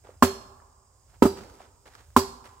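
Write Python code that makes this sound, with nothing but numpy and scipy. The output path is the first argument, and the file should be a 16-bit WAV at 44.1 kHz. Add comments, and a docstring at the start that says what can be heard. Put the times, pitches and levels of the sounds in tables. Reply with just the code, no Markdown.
"""A steel sword strikes a stack of hanging tires three times, on gravel at the edge of a wood.
Each blow sums damped rubber modes, a beating air cavity, noise bursts and paired blade modes;
the second lands twice. Decaying diffuse noise, convolved with the blows, is the answer of the trees.
Grainy noise scuffs the gravel, damped tones knock as stones, and hilt and gear click,
all over a faint rumble, air and hiss of filtered noise."""
import sys
import numpy as np
from scipy import signal
from scipy.fft import rfft, irfft, next_fast_len
from scipy.io import wavfile
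from scipy.ndimage import uniform_filter1d, map_coordinates

SR = 44100
rng = np.random.default_rng(int(sys.argv[2]) if len(sys.argv) > 2 else 0)


def to_wav(s):
    """Save 16-bit WAV."""
    ch = np.atleast_2d(s).T  # columns
    pcm = np.round(np.clip(ch, -1, 1) * 32767)  # PCM
    wavfile.write(sys.argv[1], SR, pcm.astype(np.int16))


N = 114660

# likeness of the left and right noise: frequency_hz, correlation (-1 to 1)
ALIKE = [(100, 0.92), (400, 1), (1100, 0.23), (2500, 0.62), (5000, -0.8), (12000, 0.62)]


def amp(db):
    """Level in decibels to amplitude ratio."""
    return 10 ** (np.asarray(db) / 20)


def unit(x):
    """Normalization to a root-mean-square of 1."""
    return x / np.sqrt(np.mean(x ** 2) + 1e-20)


def along(points, hz):
    """Interpolation of (frequency_hz, value) points on a logarithmic frequency axis."""
    f, v = np.transpose(points)
    return np.interp(np.log(hz + 1), np.log(f + 1), v)


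def filtered(x, response):
    """Linear filtering: the spectrum of x times a response of frequency."""
    m = next_fast_len(x.shape[-1] + SR // 4)
    hz = np.fft.rfftfreq(m, 1 / SR)
    return irfft(rfft(x, m) * response(hz), m)[..., :x.shape[-1]]


def noise(spectrum, alike, size=N, tilt_db=0):
    """Partly correlated stereo noise by mid and side; a flat 0 dB spectrum without tilt gives rms 1."""
    def response(hz):
        turn = np.arccos(np.clip(along(alike, hz), -1, 1)) / 2
        colour = amp(along(spectrum, hz) + tilt_db * np.log2(hz + 1))
        return colour * np.array([np.cos(turn), np.sin(turn)])
    mid, side = filtered(rng.standard_normal((2, size)), response)
    return np.array([mid + side, mid - side])


def fade(t, t60):
    """Exponential damping: 60 dB down after t60 seconds."""
    return np.exp(-np.log(1000) * t / t60)


def rise(t, rise_s):
    """Exponential approach to full strength with time constant rise_s."""
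    return 1 - np.exp(-t / rise_s)


def add(out, s, x):
    """Superposition: mix x into out from time s in seconds."""
    i = int(round(s * SR))
    out[:, i:i + x.shape[-1]] += x[..., :N - i]


def outdoors():
    """Stationary filtered noise makes air and hiss; a slow level curve modulates the low rumble."""
    # colour of the rumble: frequency_hz, level_db
    rumble_colour = [(20, -28), (40, -4), (58, -3), (95, -6.5), (130, -13.5), (190, -36.5), (400, -43.5)]
    # swells of the rumble: time_s, level_db
    rumble_level = [(0.0, -58), (0.48, -54), (0.85, -65), (1.1, -57.5), (1.4, -49), (1.6, -61.5),
                    (2.25, -52), (2.6, -59.5)]
    # colour of the air: frequency_hz, level_db
    air_colour = [(150, -6.5), (300, -7.5), (600, -4), (1000, -5), (1400, -14), (2200, -22), (3600, -24.5),
                  (7000, -14), (10000, -29.5), (16000, -24.5)]
    # colour of the high outdoor hiss: frequency_hz, level_db
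    hiss_colour = [(3500, -30.5), (4500, -17), (4950, 1), (5800, -9.5), (6900, 0.5), (7600, 0.5), (8750, 0),
                   (9300, -19.5), (12000, -58.5)]
    air_db, hiss_db = -69.5, -69.5

    swell_db = np.interp(np.arange(N) / SR, *np.transpose(rumble_level))
    rumble = amp(swell_db) * unit(noise(rumble_colour, ALIKE))
    air = amp(air_db) * unit(noise(air_colour, ALIKE))
    hiss = amp(hiss_db) * unit(noise(hiss_colour, ALIKE))
    return rumble + air + hiss


def feet():
    """Granular friction gives roughly modulated noise; stones struck underfoot give damped tones."""
    # shoes scuffing gravel: start_s, length_s, level_db, brightness_db_per_octave
    scuffs = [(0.035, 0.083, -53.5, -2), (0.084, 0.081, -62, -3.5), (1.078, 0.068, -67, 1.5),
              (1.13, 0.042, -60, -1), (1.36, 0.063, -48, 1), (1.397, 0.083, -53.5, 1.5),
              (1.457, 0.19, -61, 4), (1.587, 0.079, -53.5, 0.5), (1.853, 0.044, -50, 0.5),
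              (1.905, 0.14, -58, 1.5), (1.973, 0.048, -57, 0.5), (2.439, 0.05, -54.5, 2.5),
              (2.452, 0.019, -47, 0.5), (2.479, 0.11, -63.5, 3)]
    # colour of gravel: frequency_hz, level_db
    gravel = [(100, -18), (300, -4), (600, -0.5), (1400, -2), (2500, -11.5), (5000, -17.5), (9000, -23.5),
              (15000, -31.5)]
    # stones knocking underfoot: start_s, level_db, pitch_hz
    stones = [(.0472, -53.5, 655), (0.0912, -43.5, 513), (.139, -60, 593), (0.599, -54, 1270),
              (.620, -50.5, 960), (1.603, -42, 753)]
    # colour of a knock's noise: multiple_of_pitch, level_db
    knock_colour = [(.3, -20), (.8, -2), (1.15, 0), (2, -20), (6, -45)]
    grain_db = 3
    stone_t60, stone_rise_s, grit = 0.04, 0.00033, 1  # grit: noise rms added to a tone of peak 1

    out, t = np.zeros((2, N)), np.arange(SR // 3) / SR
    for s, length, db, tilt_db in scuffs:
        roughness = unit(uniform_filter1d(rng.standard_normal(len(t)), size=90))
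        grains = unit(amp(grain_db * roughness))
        u = 3 * t / length
        swell = u * np.exp(1 - u)  # peaks a third of the way through
        scuff = unit(noise(gravel, ALIKE, size=len(t), tilt_db=tilt_db))
        add(out, s, amp(db) * swell * grains * scuff)
    for s, db, hz in stones:
        tone = np.sin(2 * np.pi * hz * t)
        rough = unit(noise(np.array(knock_colour) * [hz, 1], ALIKE, size=len(t)))
        knock = tone + grit * rough
        add(out, s, amp(db) * knock * fade(t, stone_t60) * rise(t, stone_rise_s))
    return out


def gear():
    """Short impacts as decaying noise: hilt and gear click, and rattle just after the last blow."""
    # small sharp clicks: start_s, level_db, t60_s, brightness_db_per_octave
    clicks = [(1.498, -50, .02, 4), (1.76, -58, .01, 1), (1.9518, -35, .013, 0), (2.104, -53, .008, 1.5),
              (2.192, -29, .05, 7), (2.492, -49, .012, 4)]
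    # colour of a click: frequency_hz, level_db
    click_colour = [(300, -24), (900, -5), (1500, 10), (2400, -16.5), (6000, -16), (15000, -34.5)]

    out, t = np.zeros((2, N)), np.arange(SR // 10) / SR
    for s, db, t60, tilt_db in clicks:
        click = unit(noise(click_colour, ALIKE, size=len(t), tilt_db=tilt_db))
        add(out, s, amp(db) * click * fade(t, t60))
    return out


def echo(x, spectrum, decay, rise_s):
    """Diffuse scattering: convolution with noise whose frequencies each decay at their own rate."""
    # likeness of left and right in the echo: frequency_hz, correlation
    echo_alike = [(100, 1), (400, 0.87), (1000, 0), (3000, 0), (8000, 0.02)]
    hz, t, z = signal.stft(noise(spectrum, echo_alike, size=SR), SR, nperseg=256)
    t60 = along(decay, hz)[:, None]
    even_energy = np.sqrt(2 * np.log(1000) / (t60 * SR))  # a long decay gets no extra energy
    z = z * fade(t, t60) * rise(t, rise_s) * even_energy
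    tail = signal.istft(z, SR, nperseg=256)[1]
    return signal.fftconvolve(x, tail, axes=1)


def rubber(t, modes, rise_s):
    """Modal superposition: damped modes all pushed inwards at once by a soft contact."""
    ringing = sum(amp(db) * np.cos(2 * np.pi * hz * t) * fade(t, t60) for hz, db, t60 in modes)
    return -rise(t, rise_s) ** 2 * ringing


def blade(t, odd_db, even_db, sustain):
    """Near-degenerate steel modes beat in pairs; the point of contact favours odd or even pairs."""
    # pitches of the blade modes in rising order: pitch_hz
    mode_pitches = [3277, 3910, 4308, 4824, 5326, 5830, 6330, 6804, 7330, 7868]
    # blade modes, odd and even by turns: level_db, t60_s (before the length ratio)
    mode_levels = [(-1, .28), (-1, .3), (4, .46), (3, .4), (3, .45), (2, .35), (3, .27), (-3, .27),
                   (5, .29), (5, .22)]
    # range of the crowded modes of blade and hilt: lowest_hz, highest_hz
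    shimmer_range = (3400, 8700)
    shimmer_db, shimmer_t60 = 0, 0.2
    split_hz, twin_db = 44, -2  # nominal spacing of the pair, level of the twin
    wander_hz, roughness = 45.24, 0.5  # random knots per second, phase swing in radians
    flex_hz, flex_bend, flutter_db = 33, 0.6, 2  # flex_bend in radians

    out = np.zeros((2, len(t)))
    for k, (hz, (db, t60)) in enumerate(zip(mode_pitches, mode_levels)):
        knots = rng.standard_normal((2, 256))
        wander = np.array([map_coordinates(row, [t * wander_hz], mode="wrap") for row in knots])
        phase, twin_phase = rng.uniform(0, 2 * np.pi, (2, 2, 1))
        # flexing bends the pitch of the first of each pair
        flex = np.sin(2 * np.pi * flex_hz * t + rng.uniform(0, 2 * np.pi) + wander[0])
        twin_hz = hz + split_hz * rng.choice([-1, 1]) * rng.uniform(0.68, 1.3)
        first = np.sin(2 * np.pi * hz * t + phase + roughness * wander + flex_bend * flex)
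        twin = np.sin(2 * np.pi * twin_hz * t + twin_phase - roughness * wander)
        pair = first + amp(twin_db) * twin
        # each channel flutters with the other's wander
        fluttering = unit(pair * amp(flutter_db * wander[::-1])) / 2
        contact_db = even_db if k % 2 else odd_db
        out += amp(db + contact_db) * fluttering * fade(t, sustain * t60)
    crowd = sum(rng.standard_normal((2, 1)) * np.sin(2 * np.pi * hz * t)
                for hz in rng.uniform(*shimmer_range, size=30))
    out += amp(shimmer_db + max(odd_db, even_db)) * unit(crowd) * fade(t, shimmer_t60)
    return out * rise(t, 0.015)


def blows():
    """Impact excitation: each contact sets off tire, cavity, noise and blade, and the wood answers."""
    # moments of contact: start_s
    contacts = [.2236, 1.2222, 1.2532, 2.1635]
    # one row per contact: boom_db, push_db, air_ring_db, air_ring_t60_s, tread_slap_db,
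    # slap_pitch_ratio, dull_thud_db, crash_db, crash_tilt_db_per_octave,
    # odd_blade_modes_db, even_blade_modes_db, blade_ring_length_ratio
    strengths = [(-4.5, -20.5, -16.5, .3, 3.5, 0.98, -14, -17.5, -2, -37, -47, 1),
                 (-8.5, 4, -12.5, 0.25, -6.5, 0.92, -13, -24, -3, -60, -41.5, 1.3),
                 (-13, 0, -16.5, 0.11, -16, 0.95, -20, -31, 0, -63, -55.5, 1.8),
                 (-7, -32, -16.5, 0.27, 2.5, 0.97, -15, -19.5, -0.5, -38.5, -35.5, 0.85)]
    # tire modes: pitch_hz, level_db, t60_s
    tire_modes = [(86, -13.5, .17), (207, -29.5, 0.023), (248, 3.5, .068), (320, -7.5, 0.048),
                  (567, -17.5, 0.15), (739.5, -24, 0.14)]
    # short dent of the sidewall: pitch_hz, level_db, t60_s
    push_modes = [(283, -3, .032)]
    # tread modes before the slap pitch ratio: pitch_hz
    tread_pitches = [882, 960, 1068, 1140, 1283, 1378, 1732]
    # modes of the slapped tread: level_db, t60_s
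    tread_levels = [(-20, 0.08), (-13, 0.025), (5.5, 0.019), (-21.5, 0.026), (-14.5, 0.045), (-13.5, 0.043),
                    (-15, 0.028)]
    # air ringing inside the tire, a beating pair: pitch_hz, level_db
    cavity = [(389, 0), (403, -12)]
    # colour of the dull thud: frequency_hz, level_db
    thud_colour = [(40, -30.5), (120, -10), (280, -11), (480, 7.5), (680, 4), (900, 3), (1350, 2),
                   (1800, -28), (3000, -23.5), (8000, -65)]
    # colour of the crash: frequency_hz, level_db
    crash_colour = [(500, -12), (1500, 1.5), (2500, -1.5), (4500, -1), (6500, -2.5), (7600, 2), (8800, -3),
                    (11500, 1.5), (15500, -3.5)]
    # answer of the trees: frequency_hz, level_db
    trees = [(60, -25), (170, -8), (245, -22.5), (320, -24.5), (390, -16.5), (495, -19), (700, -13),
             (1080, -14.5), (1400, -13.5), (2200, -9.5), (4000, -10), (8000, -9.5), (15000, -15.5)]
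    # its decay: frequency_hz, t60_s
    trees_decay = [(100, 0.15), (400, 0.89), (1100, 0.27), (3000, 0.53), (7000, 0.54), (15000, .32)]
    # far echo from deep in the wood: frequency_hz, level_db
    far = [(80, -27.5), (240, -42), (390, -28.5), (500, -26.5), (800, -19), (1060, -23.5), (1300, -20.5),
           (2200, -27.5), (5000, -27), (14000, -44)]
    # its decay: frequency_hz, t60_s
    far_decay = [(100, 1.3), (1000, 1.5), (2500, 0.98), (12000, 0.59)]
    tire_rise_s, push_rise_s, tread_rise_s = 0.002, 0.00061, 0.0012
    thud_t60, thud_rise_s = 0.088, 0.00013
    crash_t60, crash_rise_s = 0.13, 0.0029
    blade_echo_db, cavity_echo_db = 1, 3.5

    out, t = np.zeros((2, N)), np.arange(SR * 3 // 4) / SR
    for s, row in zip(contacts, strengths):
        (boom_db, push_db, air_db, air_t60, slap_db, slap_pitch,
         thud_db, crash_db, tilt_db, odd_db, even_db, sustain) = row
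        boom = amp(boom_db) * rubber(t, tire_modes, tire_rise_s)
        push = amp(push_db) * rubber(t, push_modes, push_rise_s)
        tread_modes = np.column_stack([slap_pitch * np.array(tread_pitches), tread_levels])
        slap = amp(slap_db) * rubber(t, tread_modes, tread_rise_s)
        # the tire radiates little between its two lowest modes: a notch at 142 Hz, Q 3
        tire = signal.lfilter(*signal.iirnotch(142, 3, fs=SR), boom + push + slap)

        thud = amp(thud_db) * unit(noise(thud_colour, ALIKE, size=len(t)))
        thud = thud * fade(t, thud_t60) * rise(t, thud_rise_s)
        crash = amp(crash_db) * unit(noise(crash_colour, ALIKE, size=len(t), tilt_db=tilt_db))
        crash = crash * fade(t, crash_t60) * rise(t, crash_rise_s)

        hit = tire + thud + crash
        ring = blade(t, odd_db, even_db, sustain)
        hollow = rubber(t, [(hz, air_db + db, air_t60) for hz, db in cavity], tire_rise_s)
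        add(out, s, hit + hollow + ring)
        add(out, s, echo(hit + amp(blade_echo_db) * ring, trees, trees_decay, rise_s=0.01))
        add(out, s, echo(hit + amp(cavity_echo_db) * hollow, far, far_decay, rise_s=0.05))
    return out


def scene():
    """Interaural-style level and time differences: the right microphone hears all earlier and louder."""
    # excess of right over left: frequency_hz, level_db
    right_louder = [(60, 2), (250, 4), (1000, 1.4), (2500, 3), (5000, 7.5), (12000, 5.5)]
    right_lead_s = 0.00005
    side = np.array([[-.5], [.5]])  # half of each difference on either channel

    def response(hz):
        level = amp(side * along(right_louder, hz))
        return level * np.exp(2j * np.pi * hz * side * right_lead_s)
    return filtered(blows() + feet() + gear() + outdoors(), response)


def record(dry):
    """Band limiting and soft saturation: thins deep bass, rounds high peaks, cuts the extreme treble."""
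    low_cut_hz, top_hz, ceiling = 47, 15900, 1.08
    thin = signal.sosfilt(signal.butter(2, low_cut_hz, "high", fs=SR, output="sos"), dry)
    held = thin / (1 + np.abs(thin / ceiling) ** 8) ** (1 / 8)
    return filtered(held, lambda hz: 1 / (1 + (hz / top_hz) ** 160))


dry = scene()
out = record(dry)
to_wav(out)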